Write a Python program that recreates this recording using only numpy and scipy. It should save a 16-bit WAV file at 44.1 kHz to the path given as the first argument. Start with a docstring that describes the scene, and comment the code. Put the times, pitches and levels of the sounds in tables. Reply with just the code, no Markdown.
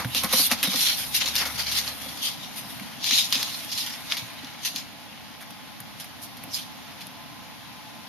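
"""Scratchy scrabbling of small animals in and around a cardboard box on a wooden floor.
Claws and fur drag over the board in dense tiny snaps, paws swipe, claws catch and tick, and bodies
bump the walls so that the box rings low and hollow. The bustle thins out in the second half.
Behind it a small motor whines faintly in the room rumble, and a low hum fades after the first seconds."""
import sys
import numpy as np
from scipy import signal
from scipy.fft import rfft, irfft, next_fast_len
from scipy.io import wavfile

SR = 44100
rng = np.random.default_rng(int(sys.argv[2]) if len(sys.argv) > 2 else 0)


def dump_mix(stems):
    """Bounce the given channels to the path in sys.argv[1] as a 16-bit WAV at rate SR."""
    frames = np.atleast_2d(stems).T  # one column per channel
    limited = np.clip(frames, -1, 1)  # hard clip at full scale
    pcm = np.round(limited * 32767).astype(np.int16)
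    wavfile.write(sys.argv[1], SR, pcm)


N = 356328

# Strokes over the board; sizzle and wall ride on the stroke's level, the slope rolls off below its colour:
# peak_s, peak_db, rise_s, fall_s, colour_hz, sizzle_db, wall_db, low_slope_db_per_octave
DRAG_STROKES = [(0.003, -31, .05, 0.051, 4020, -2, 4.5, 12),
                (0.17, -18.5, 0.044, 0.073, 3150, -4.5, -24, 18),
                (0.25, -29, 0.093, 0.045, 3670, 2, 2.5, 26),
                (0.338, -22.5, 0.061, .1, 4060, -2.5, -6.5, 15),
                (0.395, -19, 0.091, 0.11, 4000, 4, -19.5, 13),
                (0.465, -27.5, .1, .035, 3550, 10.5, -34, 10),
                (0.521, -21, 0.032, 0.052, 3900, -3.5, -5, 11), (0.645, -28, 0.079, 0.16, 3560, -2, -9, 13),
                (0.74, -28, 0.081, 0.25, 3900, -8, 3, 20), (0.83, -21, 0.23, 0.2, 3570, 0, -30, 16.5),
                (0.9, -24, 0.32, 0.075, 3760, -6.5, -16, 7), (0.99, -31, 0.11, 0.16, 4330, 4.5, -18, 2.5),
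                (1.15, -19, 0.026, 0.11, 3770, 0, -43, 9), (1.215, -23, 0.059, .1, 3470, -13, -16, 11),
                (1.285, -23, 0.12, 0.055, 4000, -6, -13.5, 15),
                (1.37, -22, 0.042, 0.087, 4380, -3, -18, 7.5), (1.42, -29, 0.12, .14, 4500, -2.5, 1.5, 2.5),
                (1.605, -26, 0.069, 0.055, 4600, -4, -12.5, 7.5),
                (1.67, -33.5, 0.045, 0.32, 4000, -11, -9, 4),
                (1.78, -22.5, .2, 0.11, 4080, -4.5, -20.5, 10), (1.89, -33, 0.12, .08, 4270, -2, -7, 7),
                (2.09, -39, 0.34, 0.7, 3500, -1, -10, 15), (2.25, -22, 0.056, 0.096, 3080, -3.5, -24.5, 29),
                (2.285, -29, .05, 0.066, 3760, -10, -12, 8), (2.44, -34.5, .06, 0.059, 3420, -10, -18, 17),
                (2.59, -35.5, 0.078, 0.064, 3380, 4.5, -17, 12), (2.7, -44.5, 0.12, 0.36, 4050, 8, -21, 7),
                (3.06, -23, 0.047, .2, 3740, -8.5, -33, 15),
                (3.125, -18.5, 0.067, 0.13, 3620, -12, -27, 13.5),
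                (3.191, -16, 0.11, .09, 3720, -6.5, -29, 17.5),
                (3.329, -22.5, 0.02, 0.17, 3830, -7.5, -20.5, 9),
                (3.41, -27.5, .1, 0.13, 3940, -7, -9.5, 24), (3.51, -36, 0.16, 0.47, 4150, -3, -25, 6),
                (3.725, -29.5, 0.041, 0.24, 4700, -6, -26, 9),
                (3.795, -28, 0.11, 0.14, 3850, -2.5, -28, 14.5),
                (3.87, -38, 0.14, 0.32, 3700, -6.5, -11, -1), (4.12, -28, 0.055, .15, 4020, -8, -17, 7.5),
                (4.19, -32, 0.049, 0.08, 3800, -6, -19, 11), (4.66, -24, 0.044, 0.083, 3920, -3.5, -23, 10),
                (4.77, -31, 0.041, 0.086, 4060, -5.5, -19, 10),
                (6.01, -40.5, 0.068, 0.094, 4070, 0, -22, 8), (6.23, -39, 0.031, 0.056, 5030, 6.5, -23, 15),
                (6.548, -27.5, 0.039, 0.032, 6000, -3.5, -33, 9),
                (6.565, -26, .04, 0.084, 3720, -4, -42, 17), (7.02, -41.5, .09, 0.069, 3730, -6, -13, 11)]
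# Faint shuffling between strokes, with fur sizzle riding on its level: time_s, level_db, sizzle_db
SHUFFLE_BED = [(0.0, -48, 0), (.12, -43.5, 9), (.6, -39.5, -12), (1.1, -45.5, 16), (1.6, -45, 20),
               (2.0, -45.5, 11), (2.4, -48.5, -4), (3.0, -46.5, -2.5), (3.3, -38, 10), (3.7, -45, 5),
               (4.05, -46.5, 7), (4.5, -45, -9), (4.9, -50, -8), (5.96, -52, -9), (6.35, -54.5, -1),
               (6.9, -50.5, -10), (7.15, -54, -13), (7.74, -51.5, -11), (8.08, -50, -6)]
# Tone of the rubbed box wall drumming: frequency_hz, level_db
WALL_SPECTRUM = [(350, -9.5), (500, -5.5), (900, 2), (1500, -5), (2200, 2), (3200, -37)]
# Tone of the fur's sizzle: frequency_hz, level_db
FUR_SPECTRUM = [(6000, -43), (7500, 2.5), (9500, 3.5), (12500, 3), (14000, 0.5)]
# Stereo image of the dragging, 1 centred and 0 wide: frequency_hz, left_right_likeness
DRAG_LIKENESS = [(500, 0.83), (1200, 1), (2500, 0.43), (4000, 0.025), (6500, 0.028), (9000, 0.059),
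                 (13000, 0.35)]
# Where the animals are, positive to the left: time_s, pan_db
ANIMAL_PAN = [(0.0, -0.5), (1.0, -0.6), (1.2, 1.5), (1.9, 0.7), (2.65, 2.5), (3.3, 1.4), (3.65, -.5),
              (4.1, 0), (4.6, 1), (6.5, -1), (8.08, 3)]
# Claws catching, treble relative to the peak: start_s, peak_db, colour_hz, treble_db
CLAW_TICKS = [(0.0472, -15, 1470, -7), (0.1479, -10.5, 3300, 4), (0.245, -13, 4570, -4),
              (0.5144, -8.5, 2460, 7.5), (0.673, -18, 4160, 1), (0.7338, -17, 4200, -6),
              (0.808, -14.5, 3500, 10.5), (0.8247, -16, 3800, 5), (1.3543, -13, 3700, 7.5),
              (1.3632, -10, 4180, -3), (1.605, -13, 4800, -5), (1.7864, -14, 4120, 4),
              (1.8776, -15, 4260, -10), (2.797, -28, 1980, 8), (3.0425, -11.5, 3550, -2),
              (3.1096, -7.5, 3500, 1), (3.3253, -4.5, 3720, -0.5), (3.3548, -9, 4100, -8),
              (3.429, -11, 3860, -0.5), (3.6466, -34, 2530, 14), (3.9396, -26, 3610, -12),
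              (4.1216, -9, 3460, -10), (4.4462, -24.5, 3320, -3), (4.7606, -12.5, 3980, -1),
              (4.7804, -25, 4200, -2), (5.507, -33.5, 2520, 8), (5.803, -35, 1960, 17.5),
              (6.045, -33, 2380, 10), (6.4375, -29.5, 2280, 12), (6.561, -23, 4000, 0),
              (7.069, -31, 3350, 11.5)]
# Quick paw swipes, treble relative to the peak: start_s, peak_db, colour_hz, treble_db, contact_s
PAW_SWIPES = [(0.235, -20, 2850, 10, 0.0047), (0.29, -25, 3190, -1, 0.035),
              (0.3263, -17.5, 2450, 10, 0.015), (0.52, -12, 4720, 5, 0.0041),
              (0.629, -12.5, 3000, 9, 0.011), (0.7562, -22, 4200, -4, 0.01), (1.147, -26, 2750, 11, 0.019),
              (1.2041, -20, 4120, -11, 0.013), (1.259, -14, 4150, -2, 0.0044),
              (1.3809, -16, 4730, 3.5, 0.011), (1.4538, -20, 4770, 3.5, 0.022),
              (1.5778, -30, 4610, 3, 0.015), (1.6665, -33, 5300, -3, 0.011), (1.716, -18, 3840, 3, 0.0054),
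              (2.5586, -39, 3340, 14, 0.018), (3.716, -21, 4700, 2, 0.017), (3.7761, -19, 3950, -9, 0.012),
              (3.8628, -22, 3200, 2.5, 0.012), (4.1686, -19.5, 3250, 1, 0.01),
              (4.6501, -19.5, 3870, 2, 0.014), (5.4082, -32.5, 1540, 3.5, 0.02),
              (5.9987, -31, 3460, 8.5, 0.01), (6.2166, -42, 5070, 0, 0.013), (6.369, -35, 3850, 7, 0.0067),
              (6.5864, -26.5, 3230, -2, 0.009), (7.0076, -29.5, 3350, 2, 0.0095)]
# Bodies hitting the box; each spot favours a pitch: start_s, level_db, favoured_hz, upper_modes_db
BODY_BUMPS = [(0.046, -14.5, 117, -23), (0.149, -32, 308, -2), (0.237, -26.5, 207, -2.5),
              (0.333, -27.5, 210, 6.5), (0.394, -36.5, 270, 6), (0.511, -24.5, 217, -7),
              (0.638, -35, 257, -3), (0.673, -26.5, 200, -5), (0.741, -32.5, 244, 1.5),
              (1.249, -39, 226, 0), (1.539, -29, 122, -27), (2.059, -36.5, 248, -7), (2.808, -36, 180, -18),
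              (3.116, -34, 255, -16), (3.352, -32, 246, -7), (3.37, -46, 308, -15), (4.217, -32, 125, -25),
              (4.431, -40, 250, -15), (4.74, -38.5, 238, -15), (5.503, -43, 193, -8), (5.8, -35, 127, -24),
              (6.438, -36, 180, -12), (6.471, -43, 271, -15), (7.065, -37, 152, -23)]
# Ringing modes of the box: pitch_hz, gain_db, t60_s
BOX_MODES = [(121.6, -9.5, 0.19), (189.8, -0.5, 0.14), (237.5, 1, 0.12), (276, 6, 0.069), (522.6, -2, 0.11),
             (740, -8.5, 0.078), (1083, -3.5, 0.053), (1300, 2, 0.018)]
# Partials of the motor whine: harmonic_number, gain_db
MOTOR_PARTIALS = [(4, -3.5), (5, 3), (6, 1.5)]
# Fader of the motor whine: time_s, level_db
MOTOR_FADER = [(0.0, -57), (1.9, -73), (3.4, -55.5), (5.6, -61), (8.08, -56)]
# Fader of the low hum: time_s, level_db
HUM_FADER = [(0.0, -49.5), (0.6, -61), (1.06, -56.5), (1.5, -51), (2.09, -57.5), (2.25, -72), (8.08, -72)]
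# Tone of the room rumble and hiss in the centre: frequency_hz, level_db
RUMBLE_MID_SPECTRUM = [(25, -37), (50, -24.5), (110, -5), (150, -5.5), (250, -3), (305, -5), (345, -19.5),
                       (560, -12.5), (800, -6.5), (1050, -11), (1400, -14.5), (3400, -14), (6500, -23.5),
                       (13000, -22.5)]
# Tone of the room rumble and hiss at the sides: frequency_hz, level_db
RUMBLE_SIDE_SPECTRUM = [(18, -56), (30, -18), (164, -3), (217, 2.5), (296, -2.5), (354, -14), (495, -14.5),
                        (2990, -16), (5010, -17.5), (7950, -26), (8590, -22.5), (12300, -24.5),
                        (14000, -66)]
# Fader of the room rumble: time_s, level_db
RUMBLE_FADER = [(0.0, -41), (0.56, -41), (2.25, -42), (3.8, -43), (5.24, -45.5), (6.6, -43.5), (8.08, -45)]

SNAPS_PER_S, SNAP_SPREAD_DB = 5000, 1.5
STROKE_SWING_DB = 20   # gained within the rise, lost within the fall
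STROKE_ROUNDNESS = 1.037   # 1 is a pointed peak, 2 a round one
SHUFFLE_HZ, SHUFFLE_WALL_DB, SHUFFLE_SLOPE_DB_OCT = 3370, -8, 6.5
BIG_PANEL_LAG_S = .004   # the big low panels answer late


def dragging(high_slope_db_oct, stutter_db, flicker_db, wander_db, hollow_gain):
    """Fibres slip in dense tiny snaps; the board colours them round a peak that moves with the stroke."""
    level_db, colour_hz, sizzle_db, wall_db, low_slope_db_oct = stroke_curves()
    pan_db, = in_time(ANIMAL_PAN)
    snap_db = SNAP_SPREAD_DB * np.minimum(rng.exponential(1, (2, N)), 5)
    strengths = from_db(snap_db) * rng.choice([-1, 1], (2, N))
    slips = rng.random((2, N)) < SNAPS_PER_S / SR
    size = next_fast_len(N, True)
    mid, side = rfft(strengths * slips, size)
    hz = np.maximum(np.fft.rfftfreq(size, 1 / SR), 1)
    alike = np.clip(at_hz(DRAG_LIKENESS, hz), -1, 1)
    snaps = np.sqrt(1 + alike) * mid + np.sqrt(1 - alike) * side * [[1], [-1]]
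    board = 0
    for centre_hz in 1400 * 2 ** np.arange(0, 2.6, 1 / 7):
        share = np.cos(np.pi / 2 * np.clip(7 * np.log2(hz / centre_hz), -1, 1)) ** 2
        band = irfft(snaps * share, size)[:, :N]
        octaves = np.log2(centre_hz / colour_hz)
        low_slope = np.maximum(low_slope_db_oct, 0) * (1 - 0.2 * octaves)   # steeper further down
        colour_db = np.where(octaves < 0, low_slope, -high_slope_db_oct) * octaves
        # each narrow band flickers and stands out for a while as the claw finds another spot
        board = board + band * from_db(colour_db + flicker_db * drift(38) + wander_db * drift(7))
    # the rubbed wall sounds hollow: the box modes stand out of its drumming
    hollow = 1 + sum(hollow_gain * from_db(db) / (1 + ((hz - mode_hz) * t60 / 2) ** 2)
                     for mode_hz, db, t60 in BOX_MODES)
    wall = rms_one(irfft(snaps * hollow * from_db(at_hz(WALL_SPECTRUM, hz)), size)[:, :N])
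    sizzle = rms_one(irfft(snaps * from_db(at_hz(FUR_SPECTRUM, hz)), size)[:, :N])
    mix = rms_one(board) + from_db(wall_db) * wall + from_db(sizzle_db) * sizzle
    # the claws skip, so the pressure stutters within a stroke
    return mix * panned(from_db(level_db + stutter_db * drift(29)), pan_db)


def stroke_curves():
    """Level and tone of the drag: strokes swell and fall, powers add, and louder ones set the tone."""
    t = np.arange(0, N / SR + .001, .001)
    peak_s, peak_db, rise_s, fall_s, *stroke_tone = np.transpose(DRAG_STROKES)[:, :, None]
    away = np.abs(t - peak_s) / np.maximum(np.where(t < peak_s, rise_s, fall_s), .005)
    stroke_power = from_db(2 * (peak_db - STROKE_SWING_DB * away ** STROKE_ROUNDNESS))
    time_s, shuffle_db, sizzle_db = np.transpose(SHUFFLE_BED)
    shuffle_power = from_db(2 * np.interp(t, time_s, shuffle_db))
    shuffle_tone = SHUFFLE_HZ, np.interp(t, time_s, sizzle_db), SHUFFLE_WALL_DB, SHUFFLE_SLOPE_DB_OCT
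    total_power = stroke_power.sum(axis=0) + shuffle_power
    tone = [(np.sum(stroke_power * stroke, axis=0) + shuffle_power * shuffle) / total_power
            for stroke, shuffle in zip(stroke_tone, shuffle_tone)]
    return in_time(np.transpose([t, 10 * np.log10(total_power), *tone]))


def paw_lifts(depth_db, lead_s):
    """A gain that ducks the drag: the paw eases off the board just before each swipe lands."""
    t, duck_db = np.arange(N) / SR, np.zeros(N)
    for lands_s, *_ in PAW_SWIPES:
        lift = np.interp(t, [lands_s - lead_s, lands_s - .003, lands_s], [0, 1, 0])
        duck_db = np.minimum(duck_db, -depth_db * lift)
    return from_db(duck_db)


def claw_hits(hits, t60_s, width_share, crack_gain):
    """A sharp crack, then a rattle that holds while the claw is in contact and dies away."""
    out, t = np.zeros((2, N)), np.arange(4000) / SR
    highpass = signal.butter(4, 8300, "high", fs=SR, output="sos")
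    for start_s, peak_db, colour_hz, treble_db, contact_s in hits:
        rattle = from_db(-60 * np.maximum(t - contact_s, 0) / t60_s)
        crack = crack_gain * from_db(-60 * t / 0.0039)
        burst = rng.standard_normal(len(t)) * (rattle + crack)
        body = resonance(burst, colour_hz, width_share * colour_hz)
        treble = signal.sosfilt(highpass, burst)
        hit = body / np.abs(body).max() + from_db(treble_db) * treble / np.abs(treble).max()
        pan_db = np.interp(start_s, *np.transpose(ANIMAL_PAN))
        at = round(start_s * SR)
        out[:, at:at + len(t)] += panned(from_db(peak_db) * hit, pan_db)[:, :N - at]
    return out


def box_bumps(falloff_db_oct):
    """A soft blow sets the box modes ringing, most of all those near the favoured pitch."""
    start_s, level_db, favoured_hz, upper_db = np.transpose(BODY_BUMPS)
    at, out = np.round(start_s * SR).astype(int), np.zeros(N)
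    chance_db = rng.normal(0, 2.5, (len(BODY_BUMPS), len(BOX_MODES)))
    for k, (hz, mode_db, t60) in enumerate(BOX_MODES):
        big_panel = hz < 400
        # a harder contact reaches the small upper panels as well
        reach_db = -falloff_db_oct * np.abs(np.log2(hz / favoured_hz)) if big_panel else upper_db
        lag = round(BIG_PANEL_LAG_S * SR) if big_panel else 0
        blows = np.full(N, 1e-18)
        blows[at + lag] = (-1) ** k * from_db(level_db + mode_db + chance_db[:, k] + reach_db)
        decay, angle = from_db(-60 / (t60 * SR)), 2 * np.pi * hz / SR
        out += signal.lfilter([0, np.sin(angle)], [1, -2 * decay * np.cos(angle), decay * decay], blows)
    # a small box radiates little below its lowest mode
    return signal.sosfilt(signal.butter(4, 75, "high", fs=SR, output="sos"), out)


def room_tail(x, t60_s):
    """The room answers with a short diffuse tail, a separate one in each channel."""
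    t = np.arange(SR // 2) / SR
    tail = rng.standard_normal((2, len(t))) * from_db(-60 * t / t60_s) * (t > .004)
    tail /= np.sqrt(np.sum(tail ** 2, axis=1, keepdims=True))
    return signal.fftconvolve(x, tail, axes=1)[:, :N]


def motor_whine(base_hz):
    """A small motor sings on three upper harmonics, each wavering in level."""
    level_db, = in_time(MOTOR_FADER)
    phase = 2 * np.pi * np.cumsum(base_hz * (1 + .0025 * drift(3))) / SR
    return sum(from_db(level_db + db + 3 * drift(5)) * np.sin(k * phase) for k, db in MOTOR_PARTIALS)


def low_hum(pitch_hz):
    """One low tone that wavers in pitch and level, then fades."""
    level_db, = in_time(HUM_FADER)
    phase = 2 * np.pi * np.cumsum(pitch_hz * (1 + 0.029 * drift(3.8))) / SR
    return np.sqrt(2) * np.sin(phase) * from_db(level_db + 2.2 * drift(4.7))


def room_rumble(side_db):
    """A wide bed of rumble and hiss, from centre noise and side noise."""
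    level_db, = in_time(RUMBLE_FADER)
    mid, side = rms_one(coloured(RUMBLE_MID_SPECTRUM)), rms_one(coloured(RUMBLE_SIDE_SPECTRUM))
    return from_db(level_db) * (mid + from_db(side_db) * side * [[1], [-1]])


def from_db(db):
    """dB to gain."""
    return 10 ** (np.asarray(db) / 20)


def rms_one(x):
    """Scaled to rms 1."""
    return x / np.sqrt(np.mean(x ** 2) + 1e-20)


def in_time(rows):
    """Automation curves: each column after the time, one value per sample."""
    time_s, *columns = np.transpose(rows)
    return [np.interp(np.arange(N) / SR, time_s, column) for column in columns]


def at_hz(points, hz):
    """A curve read on a log-frequency axis."""
    point_hz, values = np.transpose(points)
    return np.interp(np.log(hz), np.log(point_hz), values)


def panned(x, pan_db):
    """Left louder than right by pan_db."""
    return np.array([x * from_db(pan_db / 2), x * from_db(-pan_db / 2)])


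def drift(rate_hz):
    """Slow random modulation: noise through a double one-pole low-pass, spread 1."""
    r = np.exp(-80 * np.pi * rate_hz / SR)   # one step per 40 samples
    slow = signal.lfilter([1], [1, -2 * r, r * r], rng.standard_normal(N // 40 + 2002))[2000:]
    return np.interp(np.arange(N) / 40, np.arange(len(slow)), rms_one(slow))


def resonance(x, hz, width_hz):
    """Two-pole band-pass with gain 1 on top."""
    r = np.exp(-np.pi * width_hz / SR)
    feedback = [1, -2 * r * np.cos(2 * np.pi * hz / SR), r * r]
    return signal.lfilter(np.array([1, 0, -1]) * (1 - r * r) / 2, feedback, x)


def coloured(spectrum):
    """Steady noise with the given spectrum."""
    hz = np.maximum(np.fft.rfftfreq(N, 1 / SR), 1)
    return irfft(rfft(rng.standard_normal(N)) * from_db(at_hz(spectrum, hz)), N)


def scene():
    """The scrabbling and its room tail up front; motor, hum and rumble behind."""
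    drag = dragging(high_slope_db_oct=8.0, stutter_db=1.0, flicker_db=2.0, wander_db=2.0, hollow_gain=0.96)
    drag *= paw_lifts(depth_db=4, lead_s=.016)
    catches = [(*tick, 0) for tick in CLAW_TICKS]   # a tick has no contact time
    ticks = claw_hits(catches, t60_s=0.029, width_share=0.45, crack_gain=1.5)
    swipes = claw_hits(PAW_SWIPES, t60_s=0.051, width_share=0.52, crack_gain=0.98)
    box = drag + ticks + swipes + box_bumps(falloff_db_oct=21.5)
    tail = from_db(-12.5) * room_tail(box, t60_s=0.072)
    background = room_rumble(side_db=-1) + motor_whine(base_hz=171.7) + low_hum(pitch_hz=73.7)
    mix = box + tail + background
    # a slight scoop in the low mids, likely a floor echo, hollows all of it
    return mix - 0.09 * resonance(mix, hz=382, width_hz=240)


def record(dry):
    """The microphone's tone: a deep narrow notch in the treble, and a steep cut at the top."""
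    notched = dry
    for _ in range(2):
        notched = notched - resonance(notched, hz=7878, width_hz=1690)
    return signal.sosfilt(signal.ellip(12, .5, 55, 13540, fs=SR, output="sos"), notched)


dry = scene()
out = record(dry)
dump_mix(out)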